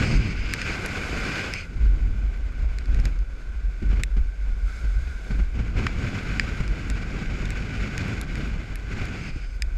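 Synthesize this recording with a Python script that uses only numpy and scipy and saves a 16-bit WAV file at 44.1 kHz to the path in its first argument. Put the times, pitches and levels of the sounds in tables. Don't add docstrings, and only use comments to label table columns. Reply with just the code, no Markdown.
import sys
import numpy as np
from scipy import signal
from scipy.fft import rfft, irfft, next_fast_len
from scipy.io import wavfile
from scipy.ndimage import uniform_filter1d

SR = 44100
rng = np.random.default_rng(int(sys.argv[2]) if len(sys.argv) > 2 else 0)


def output_pcm(signal):
    pcm = np.clip(np.atleast_2d(signal).T, -1, 1) * 32767
    wavfile.write(sys.argv[1], SR, np.round(pcm).astype(np.int16))


N = 430857
TIME = np.arange(N) / SR


def undb(db):
    return np.exp(np.asarray(db) * (np.log(10) / 20))


def unit(x):
    return x / np.sqrt(np.mean(x ** 2))


def fader(points):
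    return np.interp(TIME, *np.transpose(points))


def walk(rate):
    size = int(SR / rate)
    held = rng.standard_normal(N // 50)[np.arange(N) // size]
    return unit(uniform_filter1d(held, size))


def even(x, span_s):
    return x / np.sqrt(uniform_filter1d(x ** 2, int(span_s * SR)) + 1e-9)


def add(out, start, sound):
    i = max(int(start * SR), 0)
    out[i:i + len(sound)] += sound[:N - i]


def swells(rows, rise_s, fall_s):
    power = np.zeros(N)
    for start, length, db in rows:
        t = TIME[:int((length + 1) * SR)]
        attack = np.minimum(t / rise_s, 1)
        release = np.exp(-np.maximum(t - length, 0) / fall_s)
        add(power, start, (undb(db) * attack * release) ** 2)
    return power


def colour_db(colour, hz):
    points_hz, db = np.transpose(colour)
    octave, known = np.log2(np.maximum(hz, 1)), np.log2(points_hz)
    return np.interp(octave, known, db) - 30 * abs(octave - np.clip(octave, known[0], known[-1]))


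# centre in Hz, width in Hz, boost in dB.
CASE_RESONANCES = [(747, 82, 2), (1534, 300, 7), (2017, 550, 5), (3006, 55, 6), (3420, 130, 3.5),
                   (5560, 410, 3), (6670, 290, 3), (7400, 120, 4), (11470, 680, 2.5)]
def case_db(hz):
    return sum(db / (1 + (2 * (hz - centre) / width) ** 2) for centre, width, db in CASE_RESONANCES)


def noise(colour):
    size = next_fast_len(N, real=True)
    hz = np.arange(size // 2 + 1) * SR / size
    eq = undb(colour_db(colour, hz) + case_db(hz))
    return unit(irfft(rfft(rng.standard_normal(size)) * eq, size)[:N])


# frequency in Hz, relative level in dB.
SPLASH_COLOUR = [(900, -49), (1500, -6.5), (2400, -0.5), (3050, -24), (3500, 1), (3900, -1), (4400, -2.5),
                 (5000, 0), (5900, -5.5), (6400, -3), (7300, -4), (8400, -6), (10200, -12), (11200, -14.5),
                 (12400, -18), (13600, -16), (15500, -36)]
def splash(ping_hz, width_hz, lift_db, fade_s=0.011, size=512):
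    hz = np.arange(size // 2 + 1) * SR / size
    jitter = rng.standard_normal(len(hz))
    ripple_db = 3 * unit(uniform_filter1d(uniform_filter1d(jitter, size=7), size=5))
    ping_db = lift_db / (1 + (2 * (hz - ping_hz) / width_hz) ** 2)
    dull_db = 7 * np.log2(np.maximum(hz / (1.7 * ping_hz), 1))
    eq = undb(colour_db(SPLASH_COLOUR, hz) + case_db(hz) + ripple_db + ping_db - dull_db)
    cepstrum = irfft(np.log(eq))
    pulse = irfft(np.exp(rfft(2 * cepstrum[:size // 2], size)))
    return pulse / abs(pulse).max() * np.exp(-(TIME[:size] / fade_s) ** 2)


def mist(hiss_gain, count=36):
    out = np.zeros(N)
    for when, size in rng.random((count, 2)):
        strength = np.sqrt(hiss_gain[int(when * N)]) * undb(-31 + 10 * size ** 2)
        add(out, when * N / SR, strength * splash(ping_hz=11500, width_hz=3000, lift_db=21))
    return out


# frequency in Hz, relative level in dB.
FOAM_COLOUR = [(400, -5), (900, -18), (1250, -15.5), (1530, -3), (1820, -21), (2220, -5), (3000, -20.5),
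               (3600, -14), (4080, -17), (4950, -15), (5850, -24.5), (6330, -16), (6900, -24),
               (7350, -20.5), (8600, -27), (9300, -26.5), (10100, -32.5), (11200, -31.5), (15000, -45)]
# start in seconds, length in seconds, level in dB.
WAVES = [(.62, 0.77, -39.5), (4.53, 0.22, -45), (4.68, 0.65, -48.5), (5.85, 0.75, -49.5)]
def bow_wave(churn_db=-53.5, note_hz=1468, width_hz=167, drift_hz=22):
    strength = np.sqrt(undb(churn_db) ** 2 + swells(WAVES, rise_s=0.17, fall_s=0.16))
    lowpass = signal.butter(2, width_hz / 2, fs=SR, output="sos")
    slow_noise = signal.sosfilt(lowpass, rng.standard_normal((2, N)))
    phase = 2 * np.pi * np.cumsum(note_hz + drift_hz * walk(rate=11)) / SR
    band = slow_noise[0] * np.cos(phase) + slow_noise[1] * np.sin(phase)
    note = unit(band * undb(0.8 * walk(rate=8.8)))
    wash = undb(-1.5) * noise(FOAM_COLOUR) + undb(-5.5) * note
    return wash * strength * undb(walk(rate=30))


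# multiple of the ring pitch, relative level in dB,
# seconds to fall by 60 dB.
SHELL_MODES = [(.87, 9, 0.0081), (1.0, 16, 0.0065), (1.12, -11, 0.024), (1.22, 11, 0.0095),
               (1.85, -9, 0.005), (2.36, -9, 0.011), (2.62, -7, 0.023)]
def shell_ring(ring_hz):
    t = TIME[:SR // 20]
    scatter_db = rng.standard_normal(len(SHELL_MODES))
    ring = np.zeros(len(t))
    for k, (ratio, db, t60) in enumerate(SHELL_MODES):
        mode = np.sin(2 * np.pi * ring_hz * ratio * t) * np.exp(-np.log(1000) * t / t60)
        ring += (-1) ** k * undb(db + scatter_db[k]) * mode
    return ring / abs(ring).max()


# start in seconds, splash level in dB, ping pitch in Hz,
# ping boost in dB, ring level in dB, ring pitch in Hz.
DROPS = [(0.5374, -12, 11800, 8, -11, 1800), (0.617, -21, 5040, 14, -16.5, 1980),
         (0.8613, -18.5, 11000, 14, -25, 2000), (1.5376, -17, 4960, 11, -21, 2150),
         (2.7862, -26, 4220, 13, -28.5, 1850), (2.858, -36, 4400, 16, -37, 1900),
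         (2.946, -31, 5000, 4, -30, 1920), (3, -30.5, 5200, 8, -40, 1900),
         (3.055, -18.5, 4260, 2, -39, 1700), (3.19, -38, 5000, 8, -48, 1900),
         (3.417, -51, 5000, 10, -40, 1740), (4.0354, -12.5, 7900, 7.5, -15.5, 2070),
         (5.867, -21.5, 2410, 22, -12, 1260), (5.869, -36, 3300, 8, -13.5, 2010),
         (6.397, -16, 4950, 17, -4, 1860), (6.679, -28, 4900, 10, -35, 2000),
         (6.9008, -20, 7800, 8, -33, 1880), (7.4555, -26, 3640, 10, -36, 1890),
         (7.5053, -23, 7400, 5, -28, 1880), (7.9794, -18, 5300, 5, -23, 1980),
         (8.082, -33, 11400, 5, -42, 1900), (8.2138, -18.5, 11000, 14, -39, 1750),
         (8.3556, -28, 5100, 9, -23, 1930), (8.7571, -25, 11200, 19, -26, 1850),
         (9.0553, -30, 11700, 2, -30, 1900), (9.622, -13.5, 5000, 10, -18.5, 1950)]
def spray():
    out = np.zeros(N)
    for start, splash_db, ping_hz, ping_db, ring_db, ring_hz in DROPS:
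        drop = undb(ring_db) * shell_ring(ring_hz)
        add(drop, 0, undb(splash_db) * splash(ping_hz, width_hz=0.13 * ping_hz, lift_db=ping_db))
        low_cut = signal.butter(5, 0.66 * ring_hz, "high", fs=SR, output="sos")
        add(out, start, signal.sosfilt(low_cut, drop))
    return out


# pitch in Hz, width in Hz, relative level in dB.
WHISTLE_MODES = [(2370, 690, 2), (4350, 290, -13.5), (4900, 510, -7.5), (5500, 400, -22), (6340, 450, -16),
                 (7330, 520, -24), (8240, 700, -25)]
# start in seconds, length in seconds,
# whistle level in dB, whistle tilt in dB per octave, hiss level in dB.
EDGE_SPELLS = [(0, 0.17, -36, 3, -50), (0.161, 0.17, -42, -0.5, -47.5), (0.328, 0.14, -45.5, -4, -50),
               (0.452, 0.093, -41.5, -1, -43), (0.543, 0.21, -41.5, 2, -35.5),
               (0.764, 0.88, -48, -1.5, -54), (1.094, 0.37, -44.5, 2, -36.5), (1.487, 0.12, -41, 0, -45),
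               (9.085, 0.22, -51, -1, -54), (9.185, 0.11, -46.5, 3, -55), (9.29, 0.17, -56, -1, -52),
               (9.29, 0.28, -56, 8, -64)]
EDGE_RISE_S, EDGE_FALL_S = 0.052, 0.012
def whistle(pivot_hz=4900, wander_db=0.5):
    out = np.zeros(N)
    for hz, width, mode_db in WHISTLE_MODES:
        band = signal.iirpeak(hz, hz / width, fs=SR)
        tone = unit(signal.lfilter(*band, signal.lfilter(*band, rng.standard_normal(N))))
        octaves = np.log2(hz / pivot_hz)
        spells = [(start, length, db + tilt * octaves) for start, length, db, tilt, _ in EDGE_SPELLS]
        strength = np.sqrt(swells(spells, EDGE_RISE_S, EDGE_FALL_S))
        out += tone * strength * undb(mode_db + wander_db * walk(rate=36))
    return out


# frequency in Hz, relative level in dB.
RUMBLE_COLOUR = [(17, -6), (25, -10.5), (35, -5), (47, 1.5), (55, -6), (67, -12), (88, -24.5), (150, -47)]
# time in seconds, level in dB.
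RUMBLE_FADER = [(0, -29), (1.2, -33), (1.4, -43), (1.68, -33), (1.8, -19.5), (2.45, -29.5), (3.15, -25),
                (3.35, -32.5), (3.6, -28.5), (4.2, -24.5), (5.1, -27), (6.1, -30.5), (9.3, -33),
                (9.77, -20)]
# frequency in Hz, relative level in dB.
BOOM_COLOUR = [(32, -28), (43, -2), (48, 2.5), (54, -6.5), (68, -24.5)]
# time of the peak in seconds, level in dB.
SURGES = [(.18, -16.5), (1.18, -24.5), (1.86, -16), (1.925, -14), (2.06, -22), (2.27, -20), (2.65, -26),
          (2.9, -25), (3.2, -21), (3.67, -18), (3.88, -21), (3.98, -18), (4.2, -21.5), (4.86, -17),
          (5.405, -17), (5.58, -18.5), (5.77, -21), (6.45, -29), (6.7, -22), (6.92, -24), (7.82, -24),
          (8.22, -25.5)]
def rumble(wander_db=3.5, surge_width_s=0.03):
    swing = undb(fader(RUMBLE_FADER) + wander_db * walk(rate=16))
    rocking = even(noise(RUMBLE_COLOUR), span_s=0.058) * swing
    surge_power = sum(undb(db) ** 2 * np.exp(-((TIME - peak) / surge_width_s) ** 2)
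                      for peak, db in SURGES)
    boom = even(noise(BOOM_COLOUR), span_s=0.041) * np.sqrt(surge_power)
    return rocking + boom


# start in seconds, level in dB, decay time in seconds,
# puff trim in dB on top of that level.
SLAMS = [(0.137, -17.5, 0.017, -19), (2.987, -24, 0.011, -13), (3.05, -30, 0.013, -5),
         (3.82, -23, 0.016, -17.5), (3.929, -18.5, 0.0082, -23), (3.994, -26.5, 0.006, -3.5),
         (4.165, -28.5, 0.017, -11.5), (4.84, -29.5, 0.018, -11), (5.069, -33, 0.015, -9),
         (5.304, -25, 0.02, -11.5), (5.342, -30, 0.0048, -12), (5.389, -26, 0.014, -10.5),
         (5.586, -30, 0.022, -6.5), (5.775, -33, 0.013, -6), (6.603, -13.5, 0.0053, -12),
         (6.896, -27, 0.012, -11), (9.013, -29.5, 0.011, -0.5), (9.358, -29, 0.013, -18)]
def slams(rise_s=0.0032):
    boom_gain, puff_gain, t = np.zeros(N), np.zeros(N), TIME[:SR // 4]
    for start, db, decay_s, puff_db in SLAMS:
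        envelope = undb(db) * (1 - np.exp(-t / rise_s)) * np.exp(-t / decay_s)
        add(boom_gain, start, envelope)
        add(puff_gain, start, undb(puff_db) * envelope)
    sub = undb(8) * even(noise(RUMBLE_COLOUR), span_s=0.0059)
    body = undb(1.5) * even(noise(BUFFET_COLOUR), span_s=0.02)
    puff = undb(-1) * noise(FLUTTER_COLOUR) + noise(HISS_COLOUR)
    return boom_gain * (sub + body) + puff_gain * puff


# time in seconds, level in dB.
WIND_FADER = [(0, -22.5), (.15, -44), (.19, -48), (.45, -34), (1.45, -35.5), (1.68, -45), (2.4, -45),
              (3.0, -43), (3.3, -48.5), (4.4, -49.5), (5.5, -45.5), (5.73, -48), (5.8, -35), (5.96, -32.5),
              (6.2, -31), (6.5, -32.5), (6.95, -34.5), (7.9, -31.5), (8.1, -30), (8.28, -36.5),
              (8.38, -31.5), (8.55, -36), (8.86, -40), (8.93, -32), (9.28, -34.5), (9.33, -45),
              (9.45, -49.5), (9.77, -47)]
# start in seconds, length in seconds,
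# buffet level in dB, flutter level in dB.
GUSTS = [(0, 0.041, -21, -31), (0.052, 0.097, -24.5, -38), (0.149, 0.17, -27.5, -44.5),
         (0.637, 0.85, -53, -38), (1.68, 0.55, -38, -59.5), (2.558, 0.066, -42.5, -53),
         (2.88, 0.11, -36, -55), (3.016, 0.057, -33, -49.5), (3.83, 0.19, -36.5, -56),
         (3.883, 0.1, -43, -47), (5.277, 0.099, -36.5, -53.5), (5.526, 0.18, -31.5, -49),
         (5.739, 0.1, -26.5, -41), (5.958, 0.14, -31, -54), (6.12, 0.056, -48, -40),
         (7.993, 0.12, -32, -50), (8.33, 0.071, -42, -56)]
def airflow(rise_s=0.03, fall_s=0.04):
    wind_db = fader(WIND_FADER)
    gust_low = swells([(start, length, db) for start, length, db, _ in GUSTS], rise_s, fall_s)
    gust_high = swells([(start, length, db) for start, length, _, db in GUSTS], rise_s, fall_s)
    edge = swells([(start, length, db) for start, length, _, _, db in EDGE_SPELLS],
                  EDGE_RISE_S, EDGE_FALL_S)
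    buffet_gain = np.sqrt(undb(wind_db) ** 2 + gust_low)
    flutter_gain = np.sqrt(undb(0.68 * wind_db - 21) ** 2 + gust_high)
    hiss_gain = np.sqrt(undb(wind_db - 7) ** 2 + undb(1.5) ** 2 * gust_high + edge)
    return buffet_gain, flutter_gain, hiss_gain


# frequency in Hz, relative level in dB.
BUFFET_COLOUR = [(45, -39), (70, 0), (100, 2.5), (140, -2), (210, -5.5), (320, -14), (500, -24.5),
                 (1000, -73)]
FLUTTER_COLOUR = [(150, 0.5), (300, 3.5), (450, 1), (700, -4), (900, -8), (1200, -6.5), (2000, -42)]
HISS_COLOUR = [(530, -25), (900, -20.5), (1250, -6), (1490, -2.5), (1800, -10), (2360, 0.5), (3210, -12.5),
               (3920, -13.5), (4900, -13.5), (5910, -21.5), (6750, -18), (7480, -23.5), (10000, -37.5),
               (11800, -38.5), (15000, -49)]
def wind(buffet_gain, flutter_gain, hiss_gain):
    eddies = walk(rate=60)
    buffet = even(noise(BUFFET_COLOUR) * undb(0.73 * eddies), span_s=0.15) * buffet_gain
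    flutter = noise(FLUTTER_COLOUR) * unit(undb(0.98 * eddies + 1.7 * walk(rate=170))) * flutter_gain
    hiss = noise(HISS_COLOUR) * unit(undb(1.32 * eddies + 0.9 * walk(rate=380))) * hiss_gain
    return (buffet + flutter + hiss) * undb(0.5 * walk(rate=10))


def scene():
    buffet_gain, flutter_gain, hiss_gain = airflow()
    air = rumble() + wind(buffet_gain, flutter_gain, hiss_gain) + whistle() + slams()
    water = bow_wave() + spray() + mist(hiss_gain)
    return (air + water)[None]


def record(dry, top_hz=15300):
    return signal.sosfilt(signal.ellip(8, 0.2, 70, top_hz, fs=SR, output="sos"), dry)


dry = scene()
out = record(dry)
output_pcm(out)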